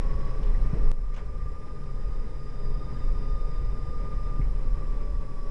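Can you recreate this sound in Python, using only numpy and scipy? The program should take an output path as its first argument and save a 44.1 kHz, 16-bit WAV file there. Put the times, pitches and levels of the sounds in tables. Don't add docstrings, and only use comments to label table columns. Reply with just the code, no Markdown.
import sys
import numpy as np
from scipy import signal
from scipy.io import wavfile
from scipy.ndimage import uniform_filter1d

SR = 44100
rng = np.random.default_rng(int(sys.argv[2]) if len(sys.argv) > 2 else 0)


def gain_from_decibels(decibels):
    exponent = np.asarray(decibels, float) / 20
    return 10 ** exponent


def generate_wav(signal):
    frames = np.transpose(np.atleast_2d(signal))
    scaled = np.clip(frames, -1, 1) * 32767
    pcm = np.round(scaled).astype(np.int16)
    wavfile.write(sys.argv[1], SR, pcm)


N = 242550
TIME_S = np.arange(N) / SR


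def rms_one(x):
    return x / np.sqrt(np.mean(x ** 2) + 1e-20)


def in_time(rows):
    s, *columns = np.transpose(rows)
    return [np.interp(TIME_S, s, column) for column in columns]


def drift(rate_hz):
    pole = np.exp(-80 * np.pi * rate_hz / SR)
    white = rng.standard_normal(N // 40 + 4002)
    slow = signal.lfilter([1], [1, -2 * pole, pole * pole], white)[4000:]
    return np.interp(np.arange(N) / 40, np.arange(len(slow)), rms_one(slow))


def resonance(x, hz, width_hz):
    r = np.exp(-np.pi * width_hz / SR)
    feedback = [1, -2 * r * np.cos(2 * np.pi * hz / SR), r * r]
    return signal.lfilter([(1 - r * r) / 2, 0, (r * r - 1) / 2], feedback, x)


def steep_resonance(x, hz, width_hz):
    return resonance(resonance(x, hz, width_hz), hz, width_hz)


def narrow_noise(hz, width_hz):
    white = rng.standard_normal(N + SR)
    return rms_one(steep_resonance(white, hz, width_hz)[SR:])


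def tone(turns, flutter_db, rate_hz):
    sine = np.sqrt(2) * np.sin(2 * np.pi * (turns + rng.random()))
    return sine * gain_from_decibels(flutter_db * drift(rate_hz))


def rough_tone(turns, width_hz):
    angle = 2 * np.pi * turns
    return np.cos(angle) * drift(width_hz) + np.sin(angle) * drift(width_hz)


# start_s (centre of swell), level_db (above the idle boom)
HEAVES = [(.16, 6), (.5, 7), (.63, 7.5), (.87, 15.5), (1.07, 9), (1.3, 3.5), (1.45, 9), (2.03, 9),
          (2.2, 7.5), (2.7, 7.5), (3.1, 9), (3.36, 6.5), (3.64, 6), (3.95, 4.5), (4.2, 6.5), (4.46, 8),
          (4.7, 9), (4.95, 7), (5.15, 8), (5.48, 8)]


def humps_db():
    spread_s = 0.059
    return sum(lift_db * np.exp(-((TIME_S - s) / spread_s) ** 2 / 2) for s, lift_db in HEAVES)


# start_s, level_db (about the mean)
ROUGHNESS = [(0, 3), (.7, 1), (1.2, 1), (1.7, -3.5), (2.1, -1), (2.45, -3), (3.0, 1.6), (4.0, 0.8),
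             (4.6, 1.5), (5.5, -4)]
# start_s, peak_db, pitch_hz, t60_s
HARDEST_JOINT = (.8225, -10.3, 20, .62)


def boom():
    heave = narrow_noise(21.23, 11.4)
    heave += gain_from_decibels(-5.0) * narrow_noise(29.05, 11.4)
    heave += gain_from_decibels(-8.0) * narrow_noise(42.65, 16)
    swing = uniform_filter1d(np.abs(signal.hilbert(heave)), size=1500)
    even_heave = rms_one(heave / swing ** .45)
    override = np.interp(TIME_S - HARDEST_JOINT[0], [-.02, .02, .12, .18], [1, .08, .08, 1])
    level_db = -29 + in_time(ROUGHNESS)[0] + humps_db()
    return gain_from_decibels(level_db) * override * even_heave


# pitch_hz, level_db (per Hz)
TYRE_SPECTRUM = [(29, -30), (50, -4.5), (91, -9.5), (144, -14.5), (200, -15.5), (356, -24), (517, -25),
                 (705, -37), (1110, -25), (1210, -59), (1280, -40), (1900, -38.5), (4440, -61), (5030, -45),
                 (7000, -86.5), (9100, -93), (15400, -120)]
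# pitch_hz, width_hz, level_db (rms)
PANEL_MODES = [(132.1, 25.5, -44), (414, 35.5, -53.5), (526.5, 47, -55.5), (760.4, 26, -68.5),
               (1013, 40, -66), (1900, 97, -72.5), (3590, 50, -81.5), (4050, 88, -79.5), (5260, 120, -80),
               (5604, 52, -79.5), (5030, 1060, -72)]


def road(patchy_db):
    rough_db = in_time(ROUGHNESS)[0]
    finer_db = 0.45 * TIME_S
    rumble_db = -0.28 + 0.26 * rough_db
    body_db = 1.67 + .3 * rough_db - finer_db
    hiss_db = 3 + 0.29 * rough_db - finer_db
    spectrum_hz, spectrum_db = np.transpose(TYRE_SPECTRUM)
    edges_hz = 50 * 2 ** (np.arange(23) / 3)
    white = rng.standard_normal((2, N + 4000))
    together = drift(11.6)
    tyres = 0
    for k, (low, high) in enumerate(zip(edges_hz, edges_hz[1:])):
        band_filter = signal.butter(2, [low, high], "band", fs=SR, output="sos")
        band = signal.sosfilt(band_filter, white[k % 2])[4000:]
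        level_db = np.interp(np.log(low * high) / 2, np.log(spectrum_hz), spectrum_db)
        surface_db = rumble_db if k < 8 else body_db if k < 14 else hiss_db
        flicker_db = patchy_db * (0.86 * together + drift(22.0))
        tyres = tyres + band * gain_from_decibels(level_db + surface_db + flicker_db)
    panels = sum(gain_from_decibels(level_db) * narrow_noise(hz, width_hz) for hz, width_hz, level_db in PANEL_MODES)
    return gain_from_decibels(-40.5) * rms_one(tyres) + gain_from_decibels(body_db) * panels


# steps from the mesh (shaft turns), level_db
SIDE_LINES = [(-2, -11), (-1, -5), (1, -9)]
SHAFT_SHARE = .0118


def mesh_whine(mesh_hz, uneven_db, loaded):
    turns = np.cumsum(mesh_hz + 2.0 * drift(6.0)) / SR
    depth = np.clip(.9 * loaded * gain_from_decibels(uneven_db), 0, 1)
    throb = 1 + depth * np.cos(2 * np.pi * (SHAFT_SHARE * turns + 0.36))
    out = throb * tone(turns, flutter_db=1.5, rate_hz=4.0)
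    power = 1 + depth ** 2 / 2
    for step, level_db in SIDE_LINES:
        gain = gain_from_decibels(level_db + uneven_db)
        out = out + gain * rough_tone((1 + step * SHAFT_SHARE) * turns, 4.0)
        power = power + gain ** 2
    return out / np.sqrt(power)


# start_s, pitch_hz
MESH_PITCH = [(0, 1110), (.3, 1133), (.7, 1172), (1.2, 1190), (1.7, 1208), (2.2, 1228), (2.6, 1221),
              (3, 1221), (3.5, 1214), (4, 1210), (4.41, 1203), (4.5, 1174), (5, 1163), (5.5, 1145)]
# start_s, level_db (whine), torque (0-1), uneven_db (contact)
DRIVE_LINE = [(0, -53, 0, -2), (.3, -53.5, .25, -3), (.6, -62.5, .05, -5), (.9, -55.5, .05, 4),
              (1.2, -54.5, 0.4, -1), (1.5, -48, 0.38, 1.5), (1.9, -52.5, 0.6, 3), (2.3, -55.5, 0.63, -5.5),
              (2.8, -51, 1, 1), (3.1, -52, 0.92, -1), (3.4, -49, 0.88, -7), (3.65, -51, 0.82, -0.5),
              (4.0, -48.5, .7, -4), (4.4, -47, .6, -8), (4.435, -58.5, 0.1, 2), (4.75, -54, .15, 5),
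              (5.1, -52.5, 0.44, -5), (5.5, -51, 0.6, -10)]
# level_db (no torque), gained_db (per unit torque)
RATTLE_DB = (-58, -38)
THIRD_DB = (-85, 15.4)
FOURTH_DB = (-89, 21)
# order (multiple of mesh), level_db (rms), width_hz
GEAR_ORDERS = [(.385, -57, 2.6), (1.5, -79.5, 10)]


def gearbox():
    mesh_hz, = in_time(MESH_PITCH)
    whine_db, torque, uneven_db = in_time(DRIVE_LINE)
    swing_db = whine_db + 51.5
    loaded = np.maximum(torque - 0.29, 0)
    rattle_db = RATTLE_DB[0] + RATTLE_DB[1] * loaded
    third_db = THIRD_DB[0] + THIRD_DB[1] * torque
    fourth_db = FOURTH_DB[0] + FOURTH_DB[1] * torque + 0.33 * (mesh_hz - 1210)
    housing_db = -70.5 + 0.4 * np.minimum(swing_db, 0) + 2 * loaded
    half_db = -55.5 + .4 * swing_db - .25 * np.abs(mesh_hz / 2 - 565)
    turns = np.cumsum(mesh_hz) / SR
    out = gain_from_decibels(whine_db) * mesh_whine(mesh_hz, uneven_db, loaded)
    out += gain_from_decibels(rattle_db) * rough_tone(1.031 * turns, 6.0)
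    out += gain_from_decibels(half_db) * tone(turns / 2, flutter_db=3.0, rate_hz=8.0)
    out += gain_from_decibels(third_db) * rough_tone(2.995 * turns, 30.0)
    out += gain_from_decibels(fourth_db) * rough_tone(4 * turns, 36.0)
    for order, level_db, width_hz in GEAR_ORDERS:
        out += gain_from_decibels(level_db) * rough_tone(order * turns, width_hz)
    return out + gain_from_decibels(housing_db) * narrow_noise(5035, 95)


# pitch_hz, level_db
BUZZ_LINES = [(3894, -87), (5600, -86), (6200, -95), (7400, -87), (9600, -88)]


def converter_buzz():
    return sum(gain_from_decibels(level_db) * tone(hz * TIME_S, flutter_db=-2.5, rate_hz=3.0) for hz, level_db in BUZZ_LINES)


# start_s, peak_db, pitch_hz, t60_s
JOINTS = [
    (.731, -23, 120, 0.044),
    (.732, -25.5, 161, 0.044),
    (4.393, -19.5, 125, 0.052),
    (4.394, -28, 238, 0.028),
    (0.1, -36, 69, 0.033),
]


def thumps():
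    out, age = np.zeros(N), np.arange(SR) / SR
    for s, peak_db, hz, t60 in [*JOINTS, HARDEST_JOINT]:
        swell = (1 - np.exp(-1.5 * age * hz)) * gain_from_decibels(-60 * age / t60)
        ring = swell / swell.max() * np.sin(2 * np.pi * hz * age)
        out[round(s * SR):][:SR] -= gain_from_decibels(peak_db) * ring
    return out


# start_s, level_db (rms), pitch_hz (centre), width_hz, decay_s
TRIM_BURSTS = [(0.47, -57, 2600, 1800, 0.015), (.428, -53.5, 3000, 1800, 0.015),
               (.543, -50, 1920, 300, 0.02), (1.121, -50, 1900, 500, .012), (1.137, -56, 5800, 2300, 0.015),
               (1.139, -50, 1800, 2000, .025), (1.161, -46.5, 2500, 1900, 0.019),
               (1.178, -44.5, 1350, 1800, 0.021), (1.212, -64, 1800, 2500, 0.013),
               (1.163, -52, 6100, 820, 0.011), (1.161, -68, 7500, 4000, 0.025),
               (1.263, -69, 1800, 1200, .015), (1.404, -52, 1930, 360, .02), (4.412, -47, 2130, 400, 0.018),
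               (1.165, -43.5, 700, 960, 0.04), (.735, -39, 240, 320, 0.068), (2.8, -47.5, 330, 300, .04)]


def rustles():
    out, age = np.zeros(N), np.arange(8000) / SR
    for s, level_db, hz, width_hz, decay_s in TRIM_BURSTS:
        grains = rng.standard_normal(8000) * gain_from_decibels(3.0 * rng.standard_normal(8000))
        shape = (1 - np.exp(-age / 0.0021)) * np.exp(-age / decay_s)
        burst = shape * rms_one(steep_resonance(grains, hz, width_hz))
        out[round(s * SR):][:8000] += gain_from_decibels(level_db) * burst
    return out


def gain_db():
    duck_s, duck_db, recover_s, settled_db = .916, -6.5, .95, -1.2
    since = TIME_S - duck_s
    recovery = np.exp(-np.maximum(since, 0) / recover_s)
    return (since > 0) * (settled_db + (duck_db - settled_db) * recovery)


def scene():
    return (boom() + road(patchy_db=1.0) + gearbox() + thumps() + rustles())[None]


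def roll_off(x):
    return signal.sosfilt(signal.butter(12, 12030, fs=SR, output="sos"), x)


def record(dry):
    preamp_hiss, converter_hiss = rng.standard_normal((2, N))
    x = gain_from_decibels(gain_db()) * (dry - .035 + gain_from_decibels(-67) * preamp_hiss)
    x = x + gain_from_decibels(-74.5) * converter_hiss + converter_buzz()
    top_cut = signal.butter(8, 10150, fs=SR, output="sos")
    settled = signal.sosfilt_zi(top_cut)[:, None] * x[0, 0]
    mix, _ = signal.sosfilt(top_cut, x, zi=settled)
    return roll_off(mix)


dry = scene()
out = record(dry)
generate_wav(out)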